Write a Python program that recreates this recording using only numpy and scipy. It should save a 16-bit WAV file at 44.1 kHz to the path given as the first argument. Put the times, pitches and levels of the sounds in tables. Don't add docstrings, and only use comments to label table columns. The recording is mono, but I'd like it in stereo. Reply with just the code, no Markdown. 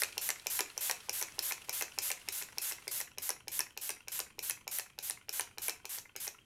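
import sys
import numpy as np
from scipy import signal
from scipy.fft import rfft, irfft, next_fast_len
from scipy.io import wavfile

SR = 44100
rng = np.random.default_rng(int(sys.argv[2]) if len(sys.argv) > 2 else 0)


def file_out(sig):
    cols = np.atleast_2d(sig).T
    lim = np.clip(cols, -1, 1)
    pcm = np.round(lim * 32767).astype(np.int16)
    wavfile.write(sys.argv[1], SR, pcm)


N = 284445
TIME = np.arange(N) / SR
USUAL_PRESS_DB, USUAL_SPRAY_DB, USUAL_KNOCK_DB = -34, -35, -37
CAP_HZ = 5450
RETURN_LAG_S_PER_S = 0.0016

# cap free t/s, plunger stop t/s, press level/dB, cap tuning f/Hz, spray, stop knock, stop snap level/dB
STROKES = [(-0.1, 0.0193, -31, 5450, -32.5, -30.5, -23.5), (0.1794, 0.29, -29.5, 5580, -34, -33.5, -26.5),
           (0.4686, 0.5913, -29.5, 5500, -33, -31, -25), (0.7775, 0.8966, -33.5, 5670, -32, -31, -28),
           (1.0943, 1.2132, -30.5, 5370, -34.5, -35.5, -28), (1.391, 1.5094, -30, 5540, -33.5, -35.5, -43),
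           (1.694, 1.8096, -30.5, 5320, -34, -33.5, -28), (1.9866, 2.103, -28, 5460, -33, -35.5, -29),
           (2.2866, 2.4148, -32, 5160, -35.5, -44, -56), (2.583, 2.7122, -32, 5340, -33.5, -41.5, -50),
           (2.879, 3.0027, -33.5, 4820, -34, -40.5, -30), (3.1836, 3.292, -35.5, 5170, -36, -36.5, -23.5),
           (3.4814, 3.5921, -36.5, 5350, -36, -34, -21.5), (3.775, 3.8926, -37, 5570, -37.5, -38, -25),
           (4.0827, 4.1913, -39, 5300, -35.5, -39, -25.5), (4.3912, 4.4972, -37.5, 5420, -35.5, -38, -22),
           (4.678, 4.786, -35.5, 5300, -35, -39.5, -24.5), (4.988, 5.0983, -37, 5370, -37.5, -41.5, -27),
           (5.2926, 5.396, -36, 5300, -35, -35.5, -26.5), (5.583, 5.6825, -38.5, 5390, -35.5, -34.5, -25.5),
           (5.854, 5.978, -39.5, 5540, -37.5, -48.5, -54), (6.1628, 6.269, -35.5, 5180, -37.5, -43, -36)]


def press_clicks(slack_s=.008, cap_boost_db=4):
    out = np.zeros((2, N))
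    hz, _, drive, *_ = np.transpose(MODES)
    drive[np.argmin(abs(hz - CAP_HZ))] += cap_boost_db
    for s, _, press_db, cap_hz, *_ in STROKES[1:]:
        body_db = -39 + 0.69 * (press_db - USUAL_PRESS_DB)
        add(out, s - slack_s, plastic_click(padded(drive, 0.87), [body_db - 8.5], crack_db=-9.5))
        add(out, s, plastic_click(padded(drive, .15), [body_db, press_db, press_db - 3.5],
                                  crack_db=-3.5, tuning=cap_hz / CAP_HZ, detune=.01))
    return out


# f/Hz, relative level/dB
JET = [(150, -69), (330, -73.5), (520, -9), (1000, -5.5), (1600, 0), (2500, 1), (3500, 3.5), (4600, 1),
       (6000, 2), (8000, 4.5), (9500, -40), (12000, -46.5)]
MIST = [(6000, -44), (8500, -3.5), (10300, 2), (12000, 5.5), (13200, -2.5), (14500, 1.5), (16000, -20)]


def nozzle(open_s=0.034, rise_s=0.0008, close_lead_s=0.012, sag_db=1.5, leak_db=-19, jet_db=-8):
    spray = np.zeros((2, N))
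    fall_s = np.array([[0.027], [0.026]])
    for pressed, stop, _, _, spray_db, *_ in STROKES:
        start = pressed + open_s * undb(spray_db - USUAL_SPRAY_DB) ** -.37
        opened = 1 - np.exp(-np.maximum(TIME - start, 0) / rise_s)
        closing = np.exp(-np.maximum(TIME - stop + close_lead_s, 0) / fall_s)
        travel = np.clip((TIME - start) / (stop - start), 0, 1)
        pressure = undb(sag_db * (1 / 3 - (2 * travel - 1) ** 2))
        seep = undb(leak_db) * (TIME > pressed) * (1 - opened)
        spray += undb(spray_db) * (opened * closing * pressure + seep)
    breakup = undb(.45 * wander(160) + 1.3 * wander(2500))
    jet = unit(colour(stereo_noise(N, 1300), JET))
    mist = unit(colour(stereo_noise(N, 720), MIST))
    return breakup * (spray[0] * undb(jet_db) * jet + spray[1] * mist)


def stop_knocks(thud_s=0.004115):
    out = np.zeros((2, N))
    drive = np.array(MODES)[:, 3]
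    for _, stop, *_, knock_db, snap_db in STROKES:
        ring_db = knock_db + 0.4 * (snap_db - knock_db)
        band_db = [knock_db - 1.1, ring_db - 6, snap_db - 2.5]
        add(out, stop, plastic_click(drive, band_db, crack_db=8, crack_s=0.00091))
        add(out, stop + thud_s, plastic_click(padded(drive), [knock_db - 6], crack_db=-35.5))
    return out


def rebounds(delay_s=.0113, bounce_s=.01, bounce_db=-14):
    out = np.zeros((2, N))
    drive = padded(np.array(MODES)[:, 4], 0.26)
    for _, stop, *_, knock_db, _ in STROKES:
        force_db = knock_db - USUAL_KNOCK_DB
        s = stop + delay_s * undb(force_db) ** .37
        band_db = np.array([-39, -33.5, -37.5]) + force_db * np.array([0.81, 0.6, 0.92])
        add(out, s, plastic_click(drive, band_db, crack_db=2.5))
        add(out, s + bounce_s, plastic_click(drive, band_db + bounce_db))
    return out


# t/s after the stop, bottle body level/dB, cap ring level/dB, coil f/Hz
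SPRING_CATCHES = [(.067, -53, -53, 2090), (.106, -56.5, -49, 2820)]


def spring(body_fade_db_per_s=0.54, coil_boost_db=15):
    out = np.zeros((2, N))
    hz, *_, drive = np.transpose(MODES)
    for _, stop, *_ in STROKES:
        fade_db = body_fade_db_per_s * stop * np.array([1, 7, 7])
        for delay_s, body_db, ring_db, coil_hz in SPRING_CATCHES:
            s = stop + delay_s + RETURN_LAG_S_PER_S * stop
            focused = drive + coil_boost_db * np.exp(-(np.log(hz / coil_hz) / 0.2) ** 2)
            band_db = np.array([body_db, ring_db, ring_db - 12]) - fade_db - 0.6 * rng.standard_normal()
            add(out, s - .001, plastic_click(focused, band_db - 1, crack_db=-16, crack_s=0.0024))
            add(out, s + rng.uniform(0.00083, 0.0034), plastic_click(focused, band_db + 3, crack_db=-23))
    return out


def refill(delay_s=.114, span_s=.03, bubbles=5, tube_hz=3130, glide=.04, t60_s=.02, size=1024):
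    out = np.zeros((2, N))
    t = np.arange(size) / SR
    for _, stop, *_ in STROKES:
        s = stop + delay_s + RETURN_LAG_S_PER_S * stop
        valve_gain = undb(-46 - 2.2 * stop)
        for when, pitch, strength in rng.uniform(0, 1, (bubbles, 3)):
            hz = tube_hz * (.95 + .1 * pitch) * (1 + glide * t / t[-1])
            bubble = np.sin(2 * np.pi * np.cumsum(hz) / SR) * undb(-49.5 - 60 * t / t60_s)
            tick = stereo_noise(size, 2000) * np.exp(-t / .0005)
            add(out, s + when * span_s, strength * (bubble + valve_gain * tick))
    return out


# f/Hz, uncapped t60/s, drive level/dB for press, stop, rebound, spring return
MODES = [(437.5, 0.026, -13.5, -17, -10.5, -9.5), (811, 0.011, -5.5, 3, -3.5, -9),
         (1060, 0.012, -15.5, 1.5, -29, 5), (1406, 0.032, -21.5, -6.5, -13, 0.5),
         (1776, 0.017, -12.5, 2.5, 1, -27), (2090, 0.007, -45, 18, -2.5, 5.5),
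         (2446, 0.023, 4.5, 10, 2.5, -2.5), (2635, 0.018, 2, -4, 10, -1), (3044, 0.028, -4, 4, -12.5, -5.5),
         (4150, 0.0066, 4.5, 8, 2.5, 1), (4980, 0.0051, -9.5, -17, 7.5, -15),
         (5360, 0.0078, 7.5, -12.5, 1, -14), (5727, 0.01, 11.5, 13, 11.5, 1.5),
         (6800, 0.012, 6, -27.5, 0, -13.5), (9890, 0.013, 0.5, 21, 11, 16.5),
         (10280, 0.0087, 8, 1, 11.5, 14.5), (12420, 0.011, 13.5, 15, 28.5, 7.5)]
# lower f/Hz, upper f/Hz
CLICK_BANDS = [(340, 3400), (3400, 8500), (8500, 14500)]


def plastic_click(drive, band_db, crack_db=0, crack_s=0.0017, tuning=1, detune=0.043, size=2048):
    t = np.arange(size) / SR
    hz, t60 = np.transpose(MODES)[:2, :, None]
    t60 = np.minimum(t60, 36 / hz)
    pitch, strength, phase, spread = rng.standard_normal((4, len(hz), 1))
    phase = 1.28 * phase + np.array([1, -1])[:, None, None] * spread * np.minimum((hz / 4000) ** 2, 1)
    envelopes = undb(drive[:, None] + 2.5 * strength - 60 * t / t60)
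    ring_hz = hz * tuning * (1 + detune * pitch)
    click = np.sum(envelopes * np.sin(2 * np.pi * ring_hz * t + phase), axis=1)
    click += undb(crack_db + 2.5) * stereo_noise(size, 1400) * np.exp(-t / crack_s)
    click *= 1 - np.exp(-t / .0003)
    out = 0
    for edges, db in zip(CLICK_BANDS, band_db):
        band = signal.sosfilt(signal.butter(3, edges, "bandpass", fs=SR, output="sos"), click)
        out = out + undb(db) * unit(band) * np.sqrt(.01 * SR / size)
    return out


def padded(drive, softness=1):
    return drive - softness * 20 * np.log10(1 + (np.array(MODES)[:, 0] / 1000) ** 2)


# f/Hz, relative level/dB
WALLS = [(150, 13), (500, 3), (1300, 3), (2400, 0.5), (3600, 1), (5300, -3.5), (6800, 3.5), (10000, -4),
         (16000, -9.5)]


def room(direct, t60_s=0.24, first_s=0.00061, build_s=0.00053, send_db=-7, size=24000):
    t = np.arange(size) / SR
    low = signal.sosfilt(signal.butter(2, 3500, fs=SR, output="sos"), stereo_noise(size, 932))
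    high = signal.sosfilt(signal.butter(2, 3500, "highpass", fs=SR, output="sos"), stereo_noise(size, 740))
    tail = (low + high) * undb(-60 * t / t60_s)
    tail *= 1 - np.exp(-np.maximum(t - first_s, 0) / build_s)
    tail = colour(unit(tail) / np.sqrt(size), WALLS)
    return undb(send_db) * signal.fftconvolve(direct, tail, axes=1)[:, :N]


# f/Hz, relative level/dB
ROOM_TONE = [(25, -1.5), (50, -1), (105, 4.5), (160, -1.5), (300, -3.5), (700, -17), (2000, -19),
             (6000, -59), (16000, -42)]
# t/s, level/dB
FAINT_HISS = [(0, -54.5), (1.3, -53.5), (2.85, -57), (3.1, -73.5), (6.45, -70.5)]


def background(tone_db=-68, swell_db=2):
    tone = undb(tone_db + swell_db * wander(14)) * unit(colour(stereo_noise(N, 900), ROOM_TONE))
    hiss_spectrum = [(300, -12.5), (2500, -4.5), (7000, -13.5), (11000, -6), (16000, -23.5)]
    hiss = unit(colour(stereo_noise(N, 580), hiss_spectrum))
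    hiss_db = np.interp(TIME, *np.transpose(FAINT_HISS)) + 2 * wander(85)
    return tone + hiss * undb(hiss_db)


def stereo_noise(size, split_hz):
    mid, side = rng.standard_normal((2, size))
    alike = 1 / (1 + (np.fft.rfftfreq(size, 1 / SR) / split_hz) ** 2)
    mid, side = rfft(mid) * np.sqrt(1 + alike), rfft(side) * np.sqrt(1 - alike)
    return unit(irfft(np.array([mid + side, mid - side]), size))


def colour(x, spectrum):
    hz, db = np.transpose(spectrum)
    size = next_fast_len(x.shape[-1] + 2048)
    f = np.maximum(np.fft.rfftfreq(size, 1 / SR), 1)
    gain = undb(np.interp(np.log(f), np.log(hz), db))
    return irfft(rfft(x, size) * gain, size)[..., :x.shape[-1]]


def wander(rate_hz):
    knots = np.arange(0, TIME[-1] + 1, 1 / rate_hz)
    return unit(np.interp(TIME, knots, rng.standard_normal(len(knots))))


def add(out, s, sound):
    i = max(int(s * SR), 0)
    part = sound[:, :max(N - i, 0)]
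    out[:, i:i + part.shape[1]] += part


def undb(db):
    return 10 ** (np.asarray(db) / 20)


def unit(x):
    return x / np.sqrt(np.mean(x ** 2))


def scene(lag_samples=6):
    left, right = press_clicks() + nozzle() + stop_knocks() + rebounds() + spring() + refill()
    direct = np.array([left, np.pad(right, (lag_samples, 0))[:N]])
    return direct + room(direct) + background()


# f/Hz, level/dB
RIGHT_MIC = [(100, -2.5), (450, -2.5), (750, -5), (1100, -2.5), (2500, -2.5), (4000, -2), (5500, 1.5),
             (7200, 2), (9000, -3), (10500, -14), (12500, -20), (16000, -16)]


def record(dry, top_hz=16000):
    heard = np.array([dry[0], colour(dry[1], RIGHT_MIC)])
    return signal.sosfilt(signal.ellip(8, .2, 70, top_hz, fs=SR, output="sos"), heard)


dry = scene()
out = record(dry)
file_out(out)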